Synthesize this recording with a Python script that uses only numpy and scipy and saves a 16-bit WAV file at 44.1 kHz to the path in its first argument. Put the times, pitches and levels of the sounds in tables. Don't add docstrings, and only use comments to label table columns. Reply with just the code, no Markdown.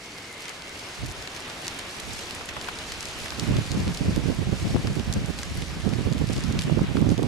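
import sys
import numpy as np
from scipy import signal
from scipy.fft import rfft, irfft, next_fast_len
from scipy.io import wavfile
from scipy.ndimage import uniform_filter1d, map_coordinates

SR = 44100
rng = np.random.default_rng(int(sys.argv[2]) if len(sys.argv) > 2 else 0)


def put_to_file(sound):
    columns = np.atleast_2d(sound).T
    safe = np.clip(columns, -1, 1)
    whole_steps = np.round(safe * 32767)
    wavfile.write(sys.argv[1], SR, whole_steps.astype(np.int16))


N = 320607

# time_s, flame_db, sizzle_db
FIRE_LEVELS = [(0.0, -46, -47.5), (.28, -45.5, -49), (0.46, -42.5, -47.5), (0.66, -45, -49.5),
               (0.81, -43, -45), (1.05, -43.5, -46), (1.46, -41.5, -47), (1.72, -42, -44.5),
               (1.85, -40, -44.5), (1.92, -42, -43.5), (2.2, -41.5, -42), (2.5, -42.5, -46.5),
               (2.81, -41, -44), (3.1, -41, -42.5), (3.44, -40, -43.5), (3.79, -41, -44), (4.21, -43, -46),
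               (4.45, -43, -47), (4.66, -42.5, -44), (4.97, -43.5, -47), (5.47, -43.5, -45),
               (5.83, -43.5, -47), (6.28, -43.5, -46.5), (6.5, -41.5, -45.5), (6.88, -43, -48.5),
               (7.27, -46, -49)]


def flames():
    # time_s, level_db
    draught_levels = [(0, -48), (.6, -47), (1.4, -44.5), (2.8, -44), (3.6, -45), (5.5, -45), (7.27, -50.5)]
    # frequency_hz, gain_db
    roar_spectrum = [(25, -10.5), (80, 0.5), (210, -1), (310, 2), (420, 0), (550, -2.5), (750, -3),
                     (1000, -9.5), (1800, -33)]
    # frequency_hz, gain_db
    flame_spectrum = [(300, -4), (700, -2.5), (1150, 1), (1600, 1.5), (2300, 2), (3000, 0.5), (3700, -2),
                      (5000, -13), (9000, -42)]
    flame_db, _ = curves(FIRE_LEVELS)
    flutter = wobble(28)
    roar = amp(curves(draught_levels)[0] + 1.06 * flutter) * rush(roar_spectrum, patchy_db=-0.1)
    return roar + amp(flame_db + 2.0 + .5 * flutter) * rush(flame_spectrum, patchy_db=1.0)


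def cracks(trim_db=-6, top_hz=6000, low_hz=2300, glide_s=0.00115, width_hz=2800):
    # start_s, level_db (before trim), centre_hz, upper_edge_hz
    loud_cracks = [(.4808, -27.5, 5000, 11000), (.4927, -25.5, 5400, 9000), (.6206, -29, 3600, 6000),
                   (.7931, -29, 4800, 8000), (1.0451, -33, 5200, 7000), (1.060, -29, 5600, 12000),
                   (1.1129, -30, 5500, 7500), (1.1205, -34, 10000, 12500), (1.2235, -28, 4600, 6500),
                   (1.2736, -25.5, 3200, 5500), (1.3479, -30, 4200, 10000), (1.3718, -31, 5200, 8000),
                   (1.4981, -27.5, 3700, 6500), (1.6673, -24, 4730, 9000), (1.6791, -17.5, 5400, 11000),
                   (1.7888, -27, 7200, 11500), (2.133, -25, 7000, 11000), (2.192, -27, 4300, 9000),
                   (2.3488, -27.5, 8000, 12500), (2.4564, -30.5, 8600, 12500), (2.4877, -25, 2720, 10000),
                   (2.612, -23, 3390, 8000), (2.787, -25, 4500, 10000), (2.9194, -23.5, 5600, 12500),
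                   (3.0061, -23, 5590, 10000), (3.027, -24, 4910, 10000), (3.054, -23.5, 4760, 8500),
                   (3.304, -22.5, 4860, 6500), (3.3953, -17, 5300, 7500), (3.5665, -23, 3260, 5960),
                   (3.716, -21, 5100, 7500), (3.8778, -24.5, 3250, 8000), (3.946, -25, 4100, 7500),
                   (3.972, -23.5, 4700, 10500), (4.1602, -23.5, 2850, 12500), (4.8704, -25.5, 4670, 6460),
                   (4.9947, -26, 4000, 5470), (5.1253, -21, 4800, 11000), (5.1367, -21, 6200, 10000),
                   (5.3885, -25, 3300, 7000), (5.4314, -23.5, 5850, 7500), (5.6206, -26, 2900, 9000),
                   (5.8906, -29.5, 5000, 6500), (5.9345, -25, 2700, 4500), (6.125, -27, 4400, 10000),
                   (6.1326, -30, 7300, 8500), (6.2698, -32, 4500, 7000), (6.3306, -26, 6570, 9000),
                   (6.3635, -24.5, 3680, 8500), (6.379, -29, 4600, 7500), (6.4373, -25, 5200, 9000),
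                   (6.446, -30, 4500, 7000), (6.5232, -29, 5500, 8000), (6.5896, -17, 3760, 6450),
                   (6.6104, -27, 4000, 10000), (6.6346, -32, 4440, 11000), (6.9678, -28, 3000, 6000),
                   (7.0908, -26, 5900, 7200), (7.1005, -32, 4800, 6000), (7.1776, -27, 3600, 9000),
                   (7.229, -26.5, 2540, 11000)]
    out, t = np.zeros((2, N)), np.arange(SR // 30) / SR
    for start_s, level_db, centre_hz, edge_hz in list(loud_cracks) + small_cracks():
        fall_s = glide_s * np.exp(0.11 * rng.standard_normal())
        pitch_hz = low_hz + top_hz * np.exp(-t / fall_s)
        phase = 2 * np.pi * np.cumsum(pitch_hz) / SR + rng.normal(0, .7, (2, 1))
        chirp = .4 * np.sin(phase) * amp(-60 * t / .01)
        scatter = rng.standard_normal((2, len(t))) * (amp(-60 * t / .015) + .1 * amp(-60 * t / .05))
        direct = 7.9 * (t == 0)
        band = lambda hz: resonance(hz, centre_hz, width_hz) / np.sqrt(1 + (hz / edge_hz) ** 8)
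        snap = filtered(direct + chirp + scatter, band)
        strength = np.sqrt(np.sum(snap.mean(0) ** 2) / (SR // 700))
        add(out, start_s + .0013, amp(level_db + trim_db) * snap / strength)
    return out


def small_cracks(count=26, over_sizzle_db=7.5, spread_db=3, range_hz=(3000, 7000)):
    when, size, tone = rng.random((count, 3)).T
    _, sizzle_db = curves(FIRE_LEVELS)
    level_db = sizzle_db[(when * N).astype(int)] + over_sizzle_db + spread_db * size
    centre_hz = np.interp(tone, [0, 1], range_hz)
    return list(zip(when * N / SR, level_db, centre_hz, 1.2 * centre_hz))


def sizzle():
    # frequency_hz, gain_db
    hiss_spectrum = [(1500, -27), (3000, -8), (3700, -3), (4400, 1), (5300, 0), (7000, -3.5), (9000, -8.5),
                     (12000, -15), (13000, -26)]
    _, sizzle_db = curves(FIRE_LEVELS)
    splutter_db = 0.79 * wobble(22.15) + 1.12 * wobble(250)
    return amp(sizzle_db + 0.2 + splutter_db) * rush(hiss_spectrum, patchy_db=1.0)


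def wind(rumble_db=-4, buffet_db=-0.07, eddy_db=-7.5, stall=0.8, brighten=0.29, lumpy_db=2.5):
    # frequency_hz, gain_db
    large = [(12, -28), (30, -8.5), (60, 0), (95, -5.5), (150, -37), (300, -47), (1000, -68)]
    # frequency_hz, gain_db
    medium = [(25, -38), (60, -6.5), (110, 1), (190, -3), (280, -12), (450, -24.5), (900, -34), (3000, -76)]
    # frequency_hz, gain_db
    small = [(50, -37), (130, -2.5), (220, 0.5), (320, -3.5), (500, -12), (800, -22), (1400, -31),
             (4000, -55)]
    port_db = gusts()
    force_db = port_db + 32
    lumps_db = lumpy_db * np.array([wobble(110), wobble(110)])
    low, middle, high = (unit(filtered(rng.standard_normal((2, N)), lambda hz: amp(along(band, hz))))
                         for band in (large, medium, small))
    rumble = amp(port_db + rumble_db - stall * np.maximum(force_db, -10)) * low
    buffet = amp(port_db + buffet_db + 0.16 * np.minimum(force_db + 22, 0)) * unit(middle * amp(lumps_db))
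    eddies = amp(port_db + eddy_db + brighten * force_db) * unit(high * amp(2 * lumps_db))
    return .6 * np.tanh((rumble + buffet + eddies) / .6)


def gusts(rise_share=0.63, fall_share=0.6, edge_db=4.5, steepness=1.9):
    # time_s, level_db
    stream_levels = [(0, -72), (1.5, -63), (2.1, -50.5), (3.25, -51), (3.55, -36), (5.3, -37), (5.7, -38.5),
                     (6.1, -36), (7.27, -34)]
    # crest_s, length_s, level_db, left_minus_right_db
    puffs = [(1.04, 0.042, -31, -6), (1.093, 0.028, -33, 4), (1.188, 0.037, -46, 6),
             (2.086, 0.045, -36.5, -22), (3.23, 0.038, -40, -12), (3.425, 0.07, -27, -27),
             (3.503, 0.038, -20, -10), (3.563, 0.06, -20.5, -3.5), (3.74, 0.055, -25, -20),
             (3.798, 0.053, -22.5, 3), (3.882, 0.047, -23.5, -2.5), (4.024, 0.02, -20.5, -10),
             (4.083, 0.041, -17.5, -6.5), (4.137, 0.026, -26, 3), (4.182, 0.029, -17.5, -17),
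             (4.239, .025, -23.5, -15), (4.3, 0.051, -18, -13), (4.408, 0.031, -19, -17),
             (4.476, 0.025, -23.5, -5), (4.534, 0.034, -21.5, -19), (4.631, 0.02, -24, -12),
             (4.659, 0.029, -19.5, 11), (4.706, 0.021, -21.5, -11), (4.756, 0.034, -18, 10.5),
             (4.798, 0.025, -24.5, 5), (4.856, 0.023, -25.5, -7), (4.904, 0.04, -21.5, -7),
             (4.988, 0.035, -20.5, -23), (5.098, 0.024, -22, -18), (5.171, 0.037, -23, 1.5),
             (5.232, 0.027, -26.5, -5), (5.296, 0.025, -25.5, -22), (5.517, 0.045, -32.5, 20),
             (5.583, 0.013, -28.5, 3), (5.619, 0.025, -27.5, -12), (5.771, 0.027, -29, -3.5),
             (5.868, 0.031, -17, -28), (5.926, 0.027, -21.5, -14), (5.994, 0.043, -21, -14),
             (6.07, 0.04, -19, -13), (6.116, 0.016, -20, -22), (6.161, 0.015, -18, -13),
             (6.218, 0.029, -17, -15), (6.31, 0.033, -21.5, -10), (6.378, 0.027, -22, 6),
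             (6.44, .036, -26, -18), (6.5, 0.036, -23.5, -9), (6.575, 0.057, -23, -5),
             (6.671, 0.027, -25, 0.5), (6.73, 0.062, -19.5, -13), (6.787, .035, -19.5, -23),
             (6.831, 0.03, -22.5, 1.5), (6.907, 0.023, -18, -21), (6.981, 0.04, -17, -10),
             (7.045, 0.06, -16, -11), (7.116, 0.032, -16.5, -8.5), (7.191, 0.022, -17, -18),
             (7.244, 0.043, -19.5, -16)]
    t = np.arange(N) / SR
    waver_db = 1.5 * np.array([wobble(18), wobble(14)])
    power = (pan(lean_db=-6.5) * amp(curves(stream_levels)[0] + waver_db)) ** 2
    for crest_s, length_s, level_db, lean_db in puffs:
        near = abs(t - crest_s) < 2 * length_s
        from_crest = (t[near] - crest_s) / length_s
        away = np.maximum(-from_crest / rise_share, from_crest / fall_share)
        power[:, near] += (pan(lean_db) * amp(level_db - edge_db * away ** steepness)) ** 2
    return 10 * np.log10(power)


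def thumps(trim_db=-4):
    # centre_s, peak_db (before trim), left_minus_right_db, passing_s
    vortices = [(3.511, -10, -18, 0.0012), (4.084, -14, 1, 0.0023), (4.095, -12, -3, 0.0015),
                (4.179, -9, -27, 0.0019), (4.259, -10, -25, .0015), (4.288, -7, -22, 0.0014),
                (4.3, -11, -16, 0.0011), (4.531, -11, -14, 0.0015), (4.746, -8.5, 25, 0.00079),
                (4.758, -3.5, 24, 0.0014), (4.764, -10, 22, .00033), (5.101, -10, -17, 0.0027),
                (5.877, -8, -25, 0.001), (6.073, -5, -21, 0.0012), (6.242, -10, -15, 0.0018),
                (6.698, -9.5, -26, 0.0005), (6.725, -6, -19, 0.0013), (6.774, -7.5, -26, 0.0012),
                (6.793, -9, -27, 0.00049), (6.818, -3.5, -28, .0013), (6.956, -7, -28, 0.0011),
                (7.09, -4, -22, 0.0013), (7.121, -4, -7, 0.0013), (7.182, -13, -20, 0.0012),
                (7.196, -11, -23, 0.0016), (7.236, -11, -12, 0.00059)]
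    out, t = np.zeros((2, N)), np.arange(-SR // 100, SR // 100) / SR
    for centre_s, peak_db, lean_db, passing_s in vortices:
        position = t / passing_s
        pressure = position / (1 + position ** 2) ** 2
        add(out, centre_s + t[0], amp(peak_db + trim_db) * pan(lean_db) * pressure / pressure.max())
    return out


def embers():
    # start_s, level_db, ring_hz, width_hz, t60_s, side_share
    shifts = [(0.486, -37, 2620, 750, 0.061, 0.1), (.50, -34.5, 950, 750, 0.06, 0.55),
              (1.274, -30, 2300, 750, 0.022, 0.7), (1.681, -28, 1830, 750, 0.019, 0.2),
              (2.41, -33, 950, 750, 0.05, 0.66), (2.49, -28, 2050, 600, 0.036, 0.4),
              (2.566, -27, 900, 600, 0.042, 0.55), (2.673, -33, 1600, 900, 0.044, .4),
              (2.686, -23.5, 1300, 900, 0.044, 0.43), (2.92, -27, 1350, 1400, 0.018, 0),
              (3.321, -28.5, 1200, 750, .03, 0.5), (4.872, -28, 1300, 750, 0.018, 0.2),
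              (5.431, -29, 1580, 160, 0.018, 0.05), (6.969, -26, 1500, 750, 0.019, 0.16)]
    out, t = np.zeros((2, N)), np.arange(SR // 8) / SR
    for start_s, level_db, ring_hz, width_hz, t60_s, side_share in shifts:
        ring = lambda hz: (resonance(hz, ring_hz, width_hz)
                           - 0.16 * resonance(hz, 3.33 * ring_hz, 2 * width_hz))
        fade = amp(-60 * t / t60_s)
        clink = filtered(fade * rng.standard_normal((2, len(t))), ring)
        clink *= np.linalg.norm(fade) / np.linalg.norm(clink, axis=1, keepdims=True)
        mid, side = clink * np.sqrt([[1 - side_share], [side_share]])
        add(out, start_s, amp(level_db) * np.array([mid + side, mid - side]))
    return out


def spurts(splutter_db=5.5, fade_db=5):
    # start_s, length_s, level_db
    pockets = [(1.63, .05, -43), (2.88, 0.055, -43.5), (3.94, 0.053, -48), (5.38, 0.046, -43.5),
               (6.267, 0.15, -41.5), (6.588, 0.082, -41.5), (7.1, 0.046, -43.5)]
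    envelope, t = np.zeros(N), np.arange(N) / SR
    for start_s, length_s, level_db in pockets:
        age = (t - start_s) / length_s
        envelope += (age > 0) * amp(level_db - fade_db * np.clip(age, 0, 4) ** 3)
    spectrum = [(800, -12), (2500, 5), (5500, 0.5), (10500, -7.5), (13000, -20)]  # frequency_hz, gain_db
    frying = ports(rng.standard_normal((2, N)), spectrum)
    return envelope * unit(frying * amp(splutter_db * wobble(400)))


def crackle(count=1700, spread_db=6, trim_db=-6, smear_t60_s=0.0075, flurry_db=8.5):
    when, chance, tone = rng.random((count, 3)).T
    sizes = amp(spread_db * np.minimum(-np.log(1 - chance), 3))
    t = np.arange(SR // 100) / SR
    grains = rng.standard_normal((count, 2, len(t))) * amp(-60 * t / smear_t60_s)
    centres_hz = 1700 * 7.5 ** tone[:, None, None]
    grains = filtered(grains, lambda hz: resonance(hz, centres_hz, width_hz=centres_hz))
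    pair = np.zeros((2, N))
    for start_s, size, grain in zip(when * N / SR, sizes, grains):
        add(pair, start_s, size * grain)
    flurries = amp(flurry_db * np.tanh(wobble(20)))
    # frequency_hz, gain_db
    spectrum = [(400, -10), (1200, 5), (2500, 12), (5000, 6.5), (8000, 5.5), (12000, 2), (13000, -19)]
    _, sizzle_db = curves(FIRE_LEVELS)
    return amp(sizzle_db + trim_db) * ports(pair * flurries, spectrum)


def jet(low_hz=2075, high_hz=2200, width_hz=95, high_db=-2):
    # time_s, level_db
    jet_levels = [(0, -52), (.39, -48), (.58, -55), (.7, -49), (.88, -55.5), (1.03, -54), (1.2, -70),
                  (1.6, -78)]
    low, high = (filtered(rng.standard_normal((2, N)), lambda hz: resonance(hz, pitch_hz, width_hz) ** 2)
                 for pitch_hz in (low_hz, high_hz))
    mid, side = low + amp(high_db) * high
    return amp(curves(jet_levels)[0]) * unit(np.array([mid + 0.32 * side, mid - 0.22 * side]))


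def slosh(centre_hz=830, width_hz=260):
    # time_s, level_db
    mode_levels = [(0, -62), (.6, -52.5), (1.6, -50), (2.4, -52), (3, -56), (3.6, -58), (7.27, -61)]
    air = rng.standard_normal(N) * amp(1.7 * wobble(45))
    mode = lambda hz: resonance(hz, centre_hz, width_hz) * resonance(hz, centre_hz, 3 * width_hz)
    return np.outer([1, -1], amp(curves(mode_levels)[0]) * unit(filtered(air, mode)))


def rush(spectrum, patchy_db):
    noise = signal.stft(rng.standard_normal((2, N)), nperseg=512)[2]
    patches = uniform_filter1d(rng.standard_normal(noise.shape[1:]), size=8, axis=0)
    patches = unit(uniform_filter1d(patches, size=9, axis=1))
    pair = signal.istft(noise * amp(patchy_db * patches))[1][:, :N]
    return ports(pair, spectrum)


def ports(pair, spectrum):
    # frequency_hz, likeness (1 or more is fully alike)
    likeness = [(750, 2), (950, 0.85), (1400, 0.57), (2000, 0.2), (2700, -0.01), (3600, -0.06),
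                (4300, 0.54), (7500, 0.45), (11000, 0.75)]
    # frequency_hz, left_minus_right_db
    balance = [(700, 1), (1250, -0.1), (2000, -1.6), (2700, -2.5), (3500, 1), (6000, -0.3)]
    size = next_fast_len(N + SR // 10)
    hz = np.fft.rfftfreq(size, 1 / SR)
    angle = np.arccos(np.clip(along(likeness, hz), -1, 1)) / 2
    mid, side = rfft(pair, size) * np.array([np.cos(angle), np.sin(angle)])
    gain = amp(along(spectrum, hz) + np.outer([.5, -.5], along(balance, hz)))
    return unit(irfft(np.array([mid + side, mid - side]) * gain, size)[:, :N])


def pan(lean_db):
    return amp(np.minimum([[lean_db], [-lean_db]], 0))


def amp(db):
    return 10 ** (np.asarray(db) / 20)


def unit(x):
    return x / np.sqrt(np.mean(x ** 2) + 1e-20)


def along(points, hz):
    knots_hz, values = np.transpose(points)
    return np.interp(np.log(hz + 1), np.log(knots_hz + 1), values)


def curves(rows):
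    time_s, *columns = np.transpose(rows)
    return [np.interp(np.arange(N) / SR, time_s, column) for column in columns]


def wobble(rate):
    knots = rng.standard_normal(int(N * rate / SR) + 4)
    return map_coordinates(knots, [np.arange(N) * rate / SR])


def filtered(x, response):
    n = x.shape[-1]
    size = next_fast_len(n + min(n // 4, SR // 10))
    return irfft(rfft(x, size) * response(np.fft.rfftfreq(size, 1 / SR)), size)[..., :n]


def resonance(hz, centre_hz, width_hz):
    return 1j * hz * width_hz / (centre_hz ** 2 - hz ** 2 + 1j * hz * width_hz)


def add(track, start_s, sound):
    part = track[..., max(round(start_s * SR), 0):][..., :sound.shape[-1]]
    part += sound[..., :part.shape[-1]]


def scene():
    fire = flames() + slosh() + sizzle() + spurts() + crackle() + jet() + cracks() + embers()
    return fire + wind() + thumps()


def record(dry):
    return filtered(dry, lambda hz: hz < 13150)


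dry = scene()
out = record(dry)
put_to_file(out)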